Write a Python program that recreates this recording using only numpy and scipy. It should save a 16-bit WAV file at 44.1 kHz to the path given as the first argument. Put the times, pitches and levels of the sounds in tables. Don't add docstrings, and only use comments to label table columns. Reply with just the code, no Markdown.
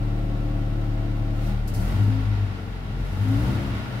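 import sys
import numpy as np
from scipy import signal
from scipy.fft import rfft, irfft, next_fast_len
from scipy.io import wavfile
from scipy.ndimage import map_coordinates

SR = 44100
rng = np.random.default_rng(int(sys.argv[2]) if len(sys.argv) > 2 else 0)


def to_wav(s):
    ch = np.atleast_2d(s).T
    pcm = np.round(np.clip(ch, -1, 1) * 32767)
    wavfile.write(sys.argv[1], SR, pcm.astype(np.int16))


N = 176400

# (time [s], firing rate [Hz])
FIRING_RATE = [(0, 37.1), (.6, 36.81), (1.38, 36.37), (1.52, 39.2), (1.62, 37.08), (1.76, 32.44),
               (1.83, 36.57), (1.91, 44.71), (2.02, 51.06), (2.16, 53.55), (2.4, 50.56), (2.6, 47.05),
               (2.8, 44.3), (2.98, 43.77), (3.15, 46.44), (3.25, 51.3), (3.36, 55.53), (3.49, 64.34),
               (3.63, 68.47), (3.8, 64.97), (4, 58.65)]
# (time [s], level [dB])
ORDER_1 = [(0, -26.5), (1.35, -27.5), (1.5, -24.5), (1.76, -30), (1.89, -22), (2.03, -42), (2.23, -28),
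           (2.45, -31.5), (2.62, -43), (2.72, -32.5), (2.87, -36), (3.03, -26.5), (3.15, -33), (3.26, -48),
           (3.4, -24), (3.57, -39), (3.76, -34), (3.87, -49), (4, -50)]
ORDER_2 = [(0, -45), (1.4, -44), (1.52, -35), (1.75, -38), (1.92, -28.5), (2.02, -19), (2.25, -22.5),
           (2.47, -24), (2.6, -36.5), (3.08, -39.5), (3.19, -25), (3.3, -19.5), (3.45, -29), (3.53, -28),
           (3.7, -44), (4, -31)]
ORDER_3 = [(0, -28.5), (1.5, -28), (1.7, -32), (1.8, -24), (1.9, -37.5), (2.1, -44.5), (2.6, -48),
           (3, -36.5), (3.25, -44), (3.5, -41), (3.8, -40.5), (4, -60)]
ORDER_5 = [(0, -38), (1.4, -42.5), (1.53, -30.5), (1.65, -49), (1.84, -32), (1.971, -49), (2.101, -31.5),
           (2.35, -47), (3.15, -53), (3.31, -26.5), (3.5, -40.5), (3.65, -41.5), (3.9, -69)]
# (multiple of the firing rate, relative level [dB])
OVERTONES = [(2.5, -17.5), (3.5, -17.5), (4, -13.5), (5.75, -20.5), (6, -23), (7, -31.5), (7.5, -22),
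             (8, -17.5), (9, -17), (10, -20.5), (12, -35.5), (14.5, -22.5), (15, -29), (17.1, -41),
             (18, -21.5), (19.5, -26), (21.5, -29.5), (26.9, -38.5), (28.9, -31.5), (30.4, -30), (36, -32)]
# (time [s], level [dB])
OVERTONE_LEVEL = [(0, -25.5), (1.42, -26), (1.6, -37), (2.1, -31), (2.6, -33.5), (3.05, -37), (3.5, -29),
                  (4, -35)]
RUMBLE_LEVEL = [(0, -39), (1.35, -48), (1.55, -35), (1.72, -30.5), (1.88, -27), (2.15, -30), (2.6, -38.5),
                (3.05, -34), (3.5, -27.5), (3.75, -30), (4, -36.5)]
GROWL_LEVEL = [(0, -45), (1.38, -46.5), (1.48, -42), (1.63, -47), (1.78, -40.5), (1.9, -40), (2.1, -44.5),
               (2.45, -47.5), (2.75, -48), (3.08, -46), (3.47, -38), (3.7, -44), (4, -41.5)]
RUSH_LEVEL = [(0, -50.5), (1.34, -50), (1.5, -46), (1.63, -50.5), (1.74, -48.5), (1.92, -43.5),
              (2.1, -45.5), (2.4, -46.5), (2.75, -49), (2.98, -48.5), (3.48, -42), (3.83, -43.5), (4, -45)]
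CYLINDER_ACCENTS = [1.8, -0.57, 1.8, -0.68]
# (frequency [Hz], gain [dB])
PANEL_EQ = [(90, -5.5), (300, 3), (335, -2.5), (370, -7), (410, -3), (445, -8.5), (490, -25.5), (535, -1),
            (590, -11), (660, -4.5), (800, -1.5), (1000, -7.5), (1330, -1), (1600, -34.5)]
# (frequency [Hz], width [Hz], gain [dB])
CABIN_MODES = [(110.8, 13.9, 3), (198.76, 18, -4.5), (285, 52, -14)]
BLOCK_MODES = [(1360, 105, -0.5), (2760, 88, -8), (3550, 40, -6)]
# (frequency [Hz], gain [dB])
GROWL_EQ = [(120, -42), (250, 2), (320, -0.5), (370, -4.5), (445, -5), (520, -4), (600, -4), (660, -2.5),
            (745, -5), (800, -2.5), (880, -9.5), (1400, -37)]
RUSH_EQ = [(500, -34), (850, -2.5), (940, 1.5), (1030, -2.5), (1130, -0.5), (1220, -4.5), (1400, 0.5),
           (1550, -3.5), (1800, -4.5), (2100, -3.5), (2430, -8.5), (2700, -7), (3500, -10.5), (4200, -14),
           (5200, -17), (6500, -24.5), (9000, -33), (15700, -57)]
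FIZZ_EQ = [(4000, -23), (6500, -4), (7500, 5.5), (8300, -6), (9500, 8), (11000, 3.5), (13000, 5),
           (15700, -13.5)]
AIR_EQ = [(2500, -42), (3700, -14), (4300, 2), (6000, -1.5), (8000, -3), (10500, -1.5), (13000, -2),
          (15700, -8)]
# (start [s], attack [s], hold [s], fade [dB/s], level [dB])
AIR_PUFFS = [(1.28, .2, .03, 200, -58.5), (1.673, 0.0065, 0.0071, 400, -46.5),
             (1.736, 0.0033, .014, 305, -53), (1.738, 0.0089, 0.11, 41, -53), (2.881, 0.48, 0.09, 33, -56)]
# (frequency [Hz], left-right correlation)
STEREO_IMAGE = [(100, 0.37), (250, 0.23), (500, 0.77), (1000, -0.12), (2000, -0.12), (10000, -.05)]
HUM_MODES, HUM_DB = [(443, 27, 3), (780, 26, -1.1)], -52

STUMBLE_PEAK_S, STUMBLE_WIDTH_S, STUMBLE_DEPTH = 1.68, .17, .05
FIZZ_IDLE_DB, FIZZ_DB_PER_RUSH_DB = -71.5, .6
TOP_HZ = 15750


def boom(cycles, lope_db, flutter_db):
    lope = lope_db * np.sin(np.pi * cycles / 2)
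    tones = amp(curve(ORDER_1) + 0.46 * wobble(20)) * np.cos(2 * np.pi * cycles)
    for order, level in ((2, ORDER_2), (3, ORDER_3), (5, ORDER_5)):
        gain = amp(curve(level) + lope + flutter_db * wobble(22.18))
        tones += gain * np.cos(2 * np.pi * order * cycles + order - 1)
    lean_left = [(40, 1.4), (100, 3.9), (300, 2.8)]  # (frequency [Hz], left over right [dB])
    return np.sqrt(2) * filtered(tones, lambda hz: pan(along(lean_left, hz)))


def overtones(cycles, rate, rough_rad, spread_rad, waver_db):
    tones = np.zeros((2, N))
    for k, (order, db) in enumerate(OVERTONES):
        locked_order = np.round(4 * order) / 4
        phase = 2 * np.pi * locked_order * cycles + rng.uniform(0, 2 * np.pi) + rough_rad * wobble(21.88)
        ear_offset = min(spread_rad * order, .8) * (-1) ** k * np.array([[1], [-1]])
        gain = amp(db + along(PANEL_EQ, order * rate) + waver_db * wobble(18))
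        tones += gain * np.sin(phase + ear_offset)
    return np.sqrt(2) * tones * amp(curve(OVERTONE_LEVEL)) * pan(db=4)


def rumble(cycles):
    pulses = firings(cycles, scatter_db=0)
    knocks = unit(pulses * np.tanh(2 * rng.standard_normal(N)))
    gas = bursts(pulses, decay_s=0.0047, depth=3) * rng.standard_normal((2, N))
    body = resonate(knocks + 0.39 * gas, CABIN_MODES)
    bass_eq = [(25, 5), (52, 20.5), (72, 1), (100, 1.5), (130, -3.5), (160, -8.5),
               (200, 2.5), (315, 1), (375, -6.5), (900, -36)]
    body = filtered(body, lambda hz: amp(along(bass_eq, hz)))
    return unit(body) * amp(curve(RUMBLE_LEVEL)) * pan(db=2.5)


def machinery(cycles):
    pulses = firings(cycles, scatter_db=3.5)
    growl = noise(GROWL_EQ) * bursts(pulses, decay_s=0.0023, depth=0.43) * amp(curve(GROWL_LEVEL))
    rush = noise(RUSH_EQ) * bursts(pulses, decay_s=0.0019, depth=0.17) * amp(0.39 * wobble(25.2))
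    rattle = rng.standard_normal((2, N)) * bursts(pulses, decay_s=0.0015, depth=1.8)
    ring = unit(resonate(rattle, BLOCK_MODES)) * amp(-9.5)
    rush_db = curve(RUSH_LEVEL)
    above_idle_db = rush_db - rush_db[:SR].mean()
    fizz = noise(FIZZ_EQ) * amp(FIZZ_IDLE_DB + FIZZ_DB_PER_RUSH_DB * above_idle_db)
    return growl * pan(db=4) + ((rush + ring) * amp(rush_db) + fizz) * pan(db=0.96)


def intake():
    t = np.arange(N) / SR
    flow = np.zeros(N)
    for start, attack, hold, fade, db in AIR_PUFFS:
        fading_s = np.maximum(t - start - attack - hold, 0)
        flow += np.clip((t - start) / attack, 0, 1) * amp(db - fade * fading_s)
    return noise(AIR_EQ) * flow * amp(1.4 * wobble(70))


def cabin_hum():
    drive = rng.standard_normal(N) + .5 * rng.standard_normal((2, N))
    return unit(resonate(drive, HUM_MODES)) * amp(HUM_DB) * pan(db=6.5)


def cabin_echoes(x, t60_s, wet_db):
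    t = np.arange(SR // 10) / SR
    tail = rng.standard_normal((2, len(t))) * amp(-60 * t / t60_s)
    tail = signal.sosfilt(signal.butter(2, 900, "high", fs=SR, output="sos"), tail)
    wet = signal.fftconvolve(x, tail / np.linalg.norm(tail[0]), axes=1)[:, :N]
    return (x + amp(wet_db) * wet) / np.hypot(1, amp(wet_db))


def firings(cycles, scatter_db):
    hits = np.flatnonzero(np.diff(np.floor(cycles)) > 0)
    pulses = np.zeros(N)
    pulses[hits] = amp(np.resize(CYLINDER_ACCENTS, len(hits)) + scatter_db * rng.standard_normal(len(hits)))
    return pulses


def bursts(pulses, decay_s, depth):
    tail = signal.lfilter([1], [1, -np.exp(-1 / (decay_s * SR))], pulses)
    return unit(1 + depth * tail)


def noise(eq):
    def mid_side(hz):
        width = np.arccos(np.clip(along(STEREO_IMAGE, hz), -1, 1)) / 2
        return amp(along(eq, hz)) * [np.cos(width), np.sin(width)]
    mid, side = filtered(rng.standard_normal((2, N)), mid_side)
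    return np.array([mid + side, mid - side]) / mid.std()


def resonate(x, modes):
    def response(hz):
        return sum((-1) ** k * amp(db) * 1j * hz * width / (centre ** 2 - hz ** 2 + 1j * hz * width)
                   for k, (centre, width, db) in enumerate(modes))
    return filtered(x, response)


def filtered(x, response):
    size = next_fast_len(N + SR // 2)
    return irfft(rfft(x, size) * response(np.fft.rfftfreq(size, 1 / SR)), size)[..., :N]


def wobble(rate):
    return map_coordinates(rng.standard_normal(int(N * rate / SR) + 4), [np.arange(N) * rate / SR])


def curve(rows):
    return np.interp(np.arange(N) / SR, *np.transpose(rows))


def along(points, hz):
    freqs, values = np.transpose(points)
    return np.interp(np.log(hz + 1), np.log(freqs + 1), values)


def pan(db):
    return amp(np.array([[.5], [-.5]]) * db)


def amp(db):
    return 10 ** (np.asarray(db) / 20)


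def unit(x):
    return x / np.sqrt(np.mean(x ** 2) + 1e-20)


def scene():
    stumble = np.exp(-((np.arange(N) / SR - STUMBLE_PEAK_S) / STUMBLE_WIDTH_S) ** 2)
    rate = curve(FIRING_RATE) * (1 + .003 * wobble(12) + STUMBLE_DEPTH * stumble * wobble(36))
    cycles = np.cumsum(rate) / SR
    tones = boom(cycles, lope_db=0.5, flutter_db=1)
    tones += overtones(cycles, rate, rough_rad=0.33, spread_rad=0.027, waver_db=2)
    body = tones + rumble(cycles) + cabin_hum()
    return body + cabin_echoes(machinery(cycles), t60_s=0.12, wet_db=-10) + intake()


def record(dry):
    return filtered(dry, lambda hz: (hz < TOP_HZ) * amp(along([(12, -12), (28, 0)], hz)))


dry = scene()
out = record(dry)
to_wav(out)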